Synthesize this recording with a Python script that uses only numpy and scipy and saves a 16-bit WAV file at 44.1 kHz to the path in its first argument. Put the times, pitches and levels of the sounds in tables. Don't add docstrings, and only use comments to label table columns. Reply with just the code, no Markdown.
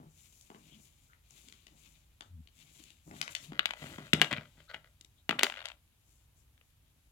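import sys
import numpy as np
from scipy import signal
from scipy.fft import rfft, irfft
from scipy.io import wavfile
from scipy.ndimage import map_coordinates

SR = 44100
rng = np.random.default_rng(int(sys.argv[2]) if len(sys.argv) > 2 else 0)


def transcribe(u):
    v = np.clip(np.atleast_2d(u).T, -1, 1)
    q = np.round(v * 32767).astype(np.int16)
    wavfile.write(sys.argv[1], SR, q)


N = 313551
TIME = np.arange(N) / SR

# f/Hz, relative level/dB
RUMBLE_SPECTRUM = [(15, -21.5), (30, -6), (45, 3.5), (80, 2), (130, -5.5), (200, -23.5), (400, -30),
                   (900, -29), (2500, -42)]
MICROPHONE_SPECTRUM = [(200, 8.5), (700, 0), (1500, 2.5), (3200, 2), (5000, -1.5), (7000, -3.5), (9000, -1),
                       (12000, 3.5), (15500, -5)]
PAT_SPECTRUM = [(60, -25.5), (110, -12), (150, 3.5), (200, -5), (300, -5.5), (430, -18.5), (700, -16),
                (1400, -26.5), (4000, -50)]
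SLEEVE_HISS_SPECTRUM = [(2500, -35), (4800, -12.5), (6200, -3), (7400, 1.5), (8500, -6), (9600, -4.5),
                        (12000, -9.5), (15500, -13)]
SLEEVE_RUB_SPECTRUM = [(500, -19.5), (1100, -10), (1800, -9), (2300, 2), (3700, 2), (4600, -6.5),
                       (7000, -32.5)]
SCRAPE_SPECTRUM = [(250, -23.5), (600, 3), (1100, -2), (1700, 3.5), (3100, -1.5), (4200, -6), (5300, -15),
                   (9000, -24.5), (15000, -22.5)]
# lower f/Hz, upper f/Hz, T60/s, relative level/dB
ROOM_BANDS = [(59.6, 300, 0.38, -2.5), (393, 1500, 0.26, 2), (1500, 8000, 0.24, -4),
              (4550, 19000, 0.27, -3.5)]
# f/Hz, left minus right/dB
PORT_DIFFERENCE = [(200, 0.5), (700, 1.5), (1300, 3), (2200, 4.5), (3100, 16.5), (4400, 8.5), (7000, 10.5),
                   (9200, -4.5), (11500, 0.5), (15000, 0.5)]
# t/s, left lead/ms, extra left minus right/dB, mat frequency ratio, room send/dB
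HAND_POSITIONS = [(0, .34, 1.5, 1.35, -7), (3.35, .29, 2, 0.99, -9), (3.58, .15, 2, 1.2, -19.5),
                  (4.13, 0.14, 1, 0.93, -14.5), (4.22, .012, 1, 1.62, -14.5), (4.34, .021, 1.5, .82, -16.5),
                  (5.29, .076, 1.5, 1.24, -15), (5.43, 0.0094, -1, 1.58, -15.5), (5.66, .11, 2, 2.4, -18)]
# f/Hz, resonance height/dB, T60/s
SHELL_MODES = [(730.4, -5, 0.016), (1395, -3.5, 0.0068), (1550, -6, 0.017), (1650, -6, 0.089),
               (2000, -6, 0.032), (1990, -1, 0.025), (2860, 0.5, 0.027), (3280, -5, 0.0044),
               (3700, 1.5, .018), (6470, -3.5, 0.0077), (7250, 1, 0.01), (8640, -3.5, 0.0084)]
MAT_MODES = [(86.45, -19, .12), (161, -1.5, 0.056), (228, -4.5, 0.029), (309.1, -9, 0.018)]
# t/s, f/Hz, level/dB, second harmonic/dB re fundamental
GROAN_CONTOUR = [(2.28, 87.3, -68, -18), (2.31, 87.7, -53.5, -21), (2.35, 89.7, -46, -21),
                 (2.38, 76.3, -51, -9), (2.405, 81, -49, -4.5), (2.43, 73.3, -55, -27),
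                 (2.46, 72, -58, -11)]
# start t/s, duration/s, level/dB
WEIGHT_SHIFTS = [(-.03, 0.028, -44.5), (.53, 0.28, -67.5), (1.7, 0.014, -57), (2.21, 0.023, -59),
                 (3.045, .1, -51.5), (3.18, 0.071, -62), (3.48, 0.052, -52), (3.79, .25, -52),
                 (4.13, 0.098, -42), (4.3, 0.091, -51.5), (4.53, 0.067, -67.5), (4.72, 0.045, -61.5),
                 (5.3, 0.053, -50)]
# fastest at t/s, time scale/s, hiss level/dB, coarse rub/dB re hiss
ARM_MOVEMENTS = [(0.203, 0.14, -65, -6.5), (.37, 0.24, -66.5, -10), (0.686, 0.24, -69.5, 1),
                 (0.839, 0.085, -64, -15), (1.004, 0.16, -73, -4.5), (1.393, 0.14, -63, -3),
                 (1.57, 0.3, -73.5, -0.5), (1.847, 0.15, -66.5, -2.5), (2.604, 0.097, -66, -3.5),
                 (2.69, 0.069, -73.5, 3.5), (2.795, 0.16, -64, -2), (3.1, 0.087, -65.5, -12),
                 (3.179, 0.057, -60.5, 0.5), (3.316, 0.026, -54.5, -3), (3.441, 0.057, -59, 2),
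                 (3.867, 0.15, -58.5, 0), (4.074, 0.11, -67.5, 2), (4.528, .28, -75.5, 4.5),
                 (6.11, 0.12, -72.5, -13), (6.39, 0.05, -72.5, -11.5)]
# centre t/s, half-amplitude duration/s, f/Hz, relative level/dB
FINGER_RUBS = [(.03, 0.06, 156, -56), (.732, .043, 3180, -58.5), (.78, 0.057, 195, -59.5),
               (1.116, .038, 1400, -66), (1.483, .022, 236, -64.5), (2.805, 0.018, 272, -59.5),
               (3.503, 0.0337, 172, -45), (4.715, 0.047, 1440, -54.5), (4.7, 0.02, 3970, -55.5),
               (5.194, .044, 3630, -70)]
# start t/s, duration/s, level/dB
DRAGS = [(3.1, 0.18, -62.5), (3.52, 0.34, -55.5), (3.81, 0.27, -53.5), (4.305, 0.069, -45),
         (4.385, 0.074, -60), (4.565, 0.051, -64), (4.683, 0.085, -55), (4.835, 0.04, -64),
         (5.3, 0.026, -47), (5.435, 0.028, -41.5), (5.56, .09, -52.5), (5.66, 0.082, -72)]
# t/s, strength/dB, hollow knock/dB re strength
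MAT_BUMPS = [(.5021, -24, 7), (0.5467, -26, 16), (3.1118, -20.5, 4), (3.5207, -17.5, 7.5), (3.821, -16, 5),
             (3.8414, -16, 9), (3.9847, -14.5, 8)]
# t/s, strength/dB, hollow knock/dB, hard tick/dB (last two re strength)
SMALL_TICKS = [(.4106, -32.5, -5, 3), (1.3073, -37.5, 1, 5), (1.4853, -19.5, -19, -11),
               (1.5245, -19.5, -11, -11), (1.6685, -21.5, -4, -10), (2.4735, -24.5, -11, -19.5),
               (2.8382, -24.5, -21, -4.5), (2.9043, -23, -12, -8.5), (5.0109, -20, -28.5, -6.5),
               (5.0471, -23, -30.5, -8.5)]
# t/s, strength/dB, ring f/Hz, hollow knock/dB, hard tick/dB, mat thump/dB
TOY_IMPACTS = [(1.1327, -26, 2120, -4, -39, -21), (2.2086, -12.5, 3030, 1, -16, -1),
               (3.2144, 3.5, 2580, -11.5, -12.5, -8), (3.2789, -5, 2240, -6, -22, -20),
               (3.351, 3, 2870, -19, -13.5, -24), (3.5934, 14, 2900, -8, -32.5, -13),
               (3.657, 10.5, 2903, -11, -24, -18.5), (3.691, -10, 2000, -1, -24, -4),
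               (3.708, 2, 2500, -8, -27.5, -18), (3.7359, -7.5, 2630, -3.5, -23, -28),
               (4.1325, 18, 2750, -13, -40, -14), (4.135, 3.5, 3000, -26, -6.5, 19.5),
               (4.148, -4, 2710, -5, -34, 8), (4.1974, -3.5, 2540, -16, -35, -12),
               (4.2158, 19, 2650, -8.5, -22.5, -6), (4.2225, 9.5, 2500, -5.5, -24.5, -13),
               (4.245, 2, 2770, -5, -27, -19), (4.3132, -10, 2270, 6, -15, -15),
               (4.3184, -0.5, 2780, -4, -35, 7), (4.3284, 5, 2470, -5.5, -24, 7),
               (4.3358, 5.5, 2360, -13.5, -39, -8), (4.3647, -6.5, 2930, -14.5, -44, -6),
               (4.382, -3.5, 2250, -5.5, -38, 7), (4.7442, -3, 2450, -6, -30.5, -10.5),
               (5.293, 10.5, 2360, -1, -24, 4.5), (5.3097, 7.5, 2540, -4, -29.5, 2),
               (5.3277, -5, 2040, 5, -41, 5), (5.3892, -3.5, 2280, -5.5, -32, 0),
               (5.3928, 7.5, 3030, -6, -22, -28), (5.411, -0.5, 2200, -2, -28, -1),
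               (5.4258, -3, 1975, -12, -29.5, -3), (5.4329, 15, 2920, -5, -14.5, 0),
               (5.4432, 5.5, 3100, -15.5, -20, -26), (5.6562, -2.5, 2970, -6.5, -15.5, -26.5),
               (5.6859, -11.5, 2890, -7.5, -13.5, -20), (6.5775, -31.5, 2420, -14.5, -24, -5),
               (6.6119, -28.5, 2340, -11.5, -29, -2)]


def gain(db):
    return 10 ** (np.asarray(db) / 20)


def unit_rms(x):
    return x / np.sqrt(np.mean(x ** 2))


def decay(t, t60):
    return np.exp(-np.log(1000) * t / t60)


def curves(table, t=TIME):
    times, *columns = np.transpose(table)
    return [np.interp(t, times, column) for column in columns]


def add(out, sound, start_s):
    i = max(int(start_s * SR), 0)
    out[:, i:i + sound.shape[1]] += sound[:, :max(N - i, 0)]


def band(x, lo_hz, hi_hz):
    edges_hz = [lo_hz, min(hi_hz, SR / 2 - 1)]
    return signal.sosfilt(signal.butter(3, edges_hz, "band", fs=SR, output="sos"), x)


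def colour(x, points, size=2048):
    hz, db = np.transpose(points)
    f = np.maximum(np.fft.rfftfreq(size, 1 / SR), 1)
    magnitude = gain(np.interp(np.log(f), np.log(hz), db))
    cepstrum = irfft(np.log(magnitude))
    cepstrum[1:size // 2] *= 2
    cepstrum[size // 2 + 1:] = 0
    response = irfft(np.exp(rfft(cepstrum)))
    return signal.fftconvolve(np.atleast_2d(x), response[None], axes=1)[:, :x.shape[-1]]


def wander(rate_hz):
    knots = rng.standard_normal(4096)
    return np.interp(TIME * rate_hz, np.arange(len(knots)), knots)


def slips(per_s, spread_db):
    size = gain(spread_db * np.minimum(rng.exponential(size=N), np.pi))
    occurs = rng.random(N) < per_s / SR
    return unit_rms(occurs * size * rng.standard_normal(N))


def port_noise(count, coherent_hz):
    low, high = (signal.butter(2, coherent_hz, kind, fs=SR, output="sos") for kind in ("low", "high"))
    common = signal.sosfilt(low, rng.standard_normal(count))
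    return common + signal.sosfilt(high, rng.standard_normal((2, count)))


def stroke_envelope(rows, attack_s, release_s, sag_db_per_s):
    power = np.zeros(N)
    for start, length, db in rows:
        since = np.maximum(TIME - start, 0)
        swell = np.sin(np.pi / 2 * np.minimum(since / attack_s, 1)) ** 2
        ease_db = sag_db_per_s * (length / 2 - np.minimum(since, length))
        release = np.exp(-np.maximum(since - length, 0) / release_s)
        power += (gain(db + ease_db) * swell * release) ** 2
    return np.sqrt(power)


def noise_floor(rumble_db=-68.5, incoherent_db=-13, hiss_db=-75):
    excitation = rng.standard_normal(N) + gain(incoherent_db) * rng.standard_normal((2, N))
    rumble = unit_rms(colour(excitation, RUMBLE_SPECTRUM))
    hiss = unit_rms(colour(rng.standard_normal((2, N)), MICROPHONE_SPECTRUM))
    return rumble * gain(rumble_db + 1.7 * wander(3)) + hiss * gain(hiss_db)


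def room(x, wall_delay_s=0.011, wall_db=-3, wall_t60=0.032, wall_top_hz=5500, build_s=0.067):
    t = np.arange(2 * SR // 3) / SR
    tail = sum(band(port_noise(len(t), coherent_hz=840), lo, hi) * decay(t, t60) * gain(db)
               for lo, hi, t60, db in ROOM_BANDS)
    tail *= 1 - decay(t, build_s)
    since = np.maximum(t - wall_delay_s, 0)
    reflection = band(port_noise(len(t), coherent_hz=775), 150, wall_top_hz)
    reflection *= decay(since, wall_t60) * (1 - decay(since, 0.0022))
    response = (unit_rms(tail) + gain(wall_db) * unit_rms(reflection)) / np.sqrt(len(t))
    return signal.fftconvolve(x, response, axes=1)[:, :N]


def ports(x):
    lead_ms, side_db = curves(HAND_POSITIONS)[:2]
    hz, difference_db = np.transpose(PORT_DIFFERENCE)
    left_db = 10 * np.log10(2 / (1 + gain(-2 * difference_db)))
    left = colour(x[0], np.c_[hz, left_db])[0]
    right = colour(x[1], np.c_[hz, left_db - difference_db])[0]
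    delayed_right = map_coordinates(right, [np.arange(N) - lead_ms * SR / 1000], order=3)
    return np.array([left, delayed_right * gain(-side_db)])


def groan(waver=0.02, third_db=-4):
    hz, db, overtone_db = curves(GROAN_CONTOUR)
    phase = 2 * np.pi * np.cumsum(hz * (1 + waver * wander(70))) / SR
    overtones = np.sin(2 * phase) + gain(third_db) * np.sin(3 * phase)
    tone = np.sin(phase) + gain(overtone_db) * overtones
    sounding = (TIME > GROAN_CONTOUR[0][0]) & (TIME < GROAN_CONTOUR[-1][0])
    return np.sqrt(2) * tone * gain(db) * sounding


def hands_and_knees(sleeve_rub, deep_db=-8, arm_db=-4, rest_db=-83):
    pats = unit_rms(colour(slips(per_s=700, spread_db=3), PAT_SPECTRUM))
    mat_ratio = curves(HAND_POSITIONS)[2]
    deep = unit_rms(band(rng.standard_normal(N), 75, 140)) / mat_ratio ** 4
    weight = stroke_envelope(WEIGHT_SHIFTS, attack_s=0.044, release_s=0.031, sag_db_per_s=15)
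    envelope = np.sqrt(weight ** 2 + (gain(arm_db) * sleeve_rub) ** 2 + gain(rest_db) ** 2)
    return (pats + gain(deep_db) * deep) * envelope


def arm_envelopes(skew=1.2, steepness=1.25, rest_db=-84):
    hiss_power = rub_power = gain(rest_db) ** 2
    for fastest, length, hiss_db, rub_db in ARM_MOVEMENTS:
        progress = 2 * (TIME - fastest) / length / np.where(TIME > fastest, skew, 1 / skew)
        power = np.exp(2 * steepness * (1 - np.hypot(1, progress)))
        hiss_power += power * gain(hiss_db) ** 2
        rub_power = rub_power + power * gain(hiss_db + rub_db) ** 2
    return np.sqrt(hiss_power), np.sqrt(rub_power)


def sleeves(hiss_envelope, rub_envelope, incoherent=0.99, pan_db=2, brisk_db=-58, sizzle_db=-6):
    fibres = unit_rms(slips(per_s=5200, spread_db=4.5) + incoherent * rng.standard_normal((2, N)))
    hiss = unit_rms(colour(fibres, SLEEVE_HISS_SPECTRUM)) * gain(1.7 * wander(28))
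    rub = unit_rms(colour(fibres, SLEEVE_RUB_SPECTRUM)) * gain(3.2 * wander(45))
    flicks = slips(per_s=2000, spread_db=6.5) + incoherent * rng.standard_normal((2, N))
    sizzle = unit_rms(band(flicks, 8000, 12500))
    hiss += sizzle * gain(sizzle_db) * np.sqrt(hiss_envelope / gain(brisk_db))
    return (hiss * hiss_envelope + rub * rub_envelope) * gain([[pan_db], [-pan_db]])


def finger_rubs(relative_bandwidth=0.23):
    out = np.zeros((2, N))
    for middle, length, hz, db in FINGER_RUBS:
        count = int(2 * length * SR)
        friction = rng.standard_normal(SR // 2 + count)
        resonance = band(friction, hz * (1 - relative_bandwidth / 2), hz * (1 + relative_bandwidth / 2))
        swell = unit_rms(resonance[-count:] * np.hanning(count))
        add(out, swell[None] * gain(db) / 2, middle - length)
    return out


def modal_ring(modes, t, scatter_db, detune, ratio=1):
    hz, db, t60 = np.transpose(modes)[:, :, None]
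    weight, shift = rng.uniform(-1, 1, (2, len(modes), 1))
    amplitude = gain(db + scatter_db * weight) * 2 * np.log(1000) / (t60 * SR)
    mode_hz = hz * ratio * (1 + detune * shift)
    return np.sum(amplitude * decay(t, t60) * np.cos(2 * np.pi * mode_hz * t), axis=0)


def contact(t, chatter_t60, snap=1, chatter_db=-1, modes_db=-4, snap_hz=6500):
    impulse = t == 0
    push = signal.sosfilt(signal.butter(1, snap_hz, fs=SR, output="sos"), impulse)
    chatter = port_noise(len(t), coherent_hz=1900) * decay(t, chatter_t60) * (1 - decay(t, 0.0054))
    chatter *= gain(chatter_db) / np.linalg.norm(chatter, axis=1, keepdims=True)
    shell = gain(modes_db) * modal_ring(SHELL_MODES, t, scatter_db=10.5, detune=0.006)
    blow = snap * push + chatter + shell
    strength = np.linalg.norm(band(blow, 1400, 4500), axis=1, keepdims=True)
    return -blow * np.linalg.norm(band(impulse, 1400, 4500)) / strength


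def scraping():
    force = slips(per_s=320, spread_db=2.5) * gain(2 * wander(60))
    response = contact(np.arange(SR // 12) / SR, chatter_t60=0.012, chatter_db=-2.5, modes_db=-9.5)
    shell = signal.fftconvolve(force[None], response, axes=1)[:, :N]
    envelope = stroke_envelope(DRAGS, attack_s=0.01, release_s=0.0069, sag_db_per_s=20)
    return unit_rms(colour(shell, SCRAPE_SPECTRUM)) * envelope


def ticks(ring_hz=3300, thump_db=-2):
    return [(s, db, ring_hz, knock_db, tick_db, thump_db) for s, db, knock_db, tick_db in SMALL_TICKS]


def bumps(ring_hz=2300, tick_db=-21, thump_db=18):
    return [(s, db, ring_hz, knock_db, tick_db, thump_db) for s, db, knock_db in MAT_BUMPS]


def dropped_piece(drop_s=5.4674, drop_db=1.5, first_flight_s=0.032, restitution=0.735, rocking_s=0.012,
                  loss_db_per_halving=7, loss_db_per_s=32.5, contacts=21,
                  ring_hz=2630, knock_db=-4, tick_db=-26, thump_db=-28):
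    rows, s = [], drop_s
    for k, (late, strong) in enumerate(np.clip(rng.standard_normal((contacts, 2)), -2, 2)):
        flight_s = first_flight_s * restitution ** k
        gap_s = max(flight_s, rocking_s)
        db = drop_db + loss_db_per_halving * np.log2(gap_s / first_flight_s)
        db -= loss_db_per_s * (s - drop_s)
        if flight_s < rocking_s:
            db += 3 * strong - 2
            gap_s *= 1 + 0.35 * late
        rows.append((s, db, ring_hz, knock_db, tick_db, thump_db))
        s += gap_s
    return rows


def impacts(graze_db=-28, firm_db=10):
    direct, room_send = np.zeros((2, 2, N))
    t = np.arange(SR // 6) / SR
    for start, db, hz, knock_db, tick_db, thump_db in TOY_IMPACTS + ticks() + bumps() + dropped_piece():
        mat_ratio, room_db = curves(HAND_POSITIONS, start)[2:]
        bass_ratio = min(np.sqrt(mat_ratio), np.pi / 2)
        mat = modal_ring(MAT_MODES, t, scatter_db=-4.5, detune=0.13, ratio=mat_ratio)
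        thump = gain(thump_db) * band(mat, 75 * mat_ratio ** 2, 420 * mat_ratio)
        firmness = np.clip((db - graze_db) / (firm_db - graze_db), 0, 1)
        blow = contact(t, chatter_t60=0.0091 + 0.0074 * firmness ** 2, snap=np.sqrt(firmness))
        knock_shape = [(100 * bass_ratio ** 2, knock_db - 27.5), (330 * bass_ratio, knock_db - 16),
                       (570, knock_db + 1), (760, knock_db + 1), (1080, knock_db - 1)]
        ring_shape = [(0.58 * hz, 0.28 * knock_db), (hz, 2), (1.362 * hz, -2.5)]
        tick_shape = [(5300, tick_db + 7.5), (7500, tick_db + 6),
                      (11000, tick_db - 4.5 + 5 * firmness ** 2),
                      (16000, tick_db - 17.5 + 16 * firmness ** 4)]
        sound = gain(db) * (colour(blow, knock_shape + ring_shape + tick_shape) + thump)
        add(direct, sound, start)
        add(room_send, sound * gain(room_db), start)
    return direct, room_send


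def scene(handling_room_db=-13, impact_room_db=-1):
    knocks, room_send = impacts()
    sleeve_hiss, sleeve_rub = arm_envelopes()
    handling = scraping() + finger_rubs() + sleeves(sleeve_hiss, sleeve_rub) + hands_and_knees(sleeve_rub)
    reverberation = room(gain(impact_room_db) * room_send + gain(handling_room_db) * handling)
    return ports(knocks + handling + groan() + reverberation) + noise_floor()


def record(dry, low_hz=28, top_hz=16250):
    high_pass = signal.butter(2, low_hz, "high", fs=SR, output="sos")
    low_pass = signal.ellip(8, 0.2, 70, top_hz, fs=SR, output="sos")
    return np.clip(signal.sosfilt(low_pass, signal.sosfilt(high_pass, dry)), -1, 1)


dry = scene()
out = record(dry)
transcribe(out)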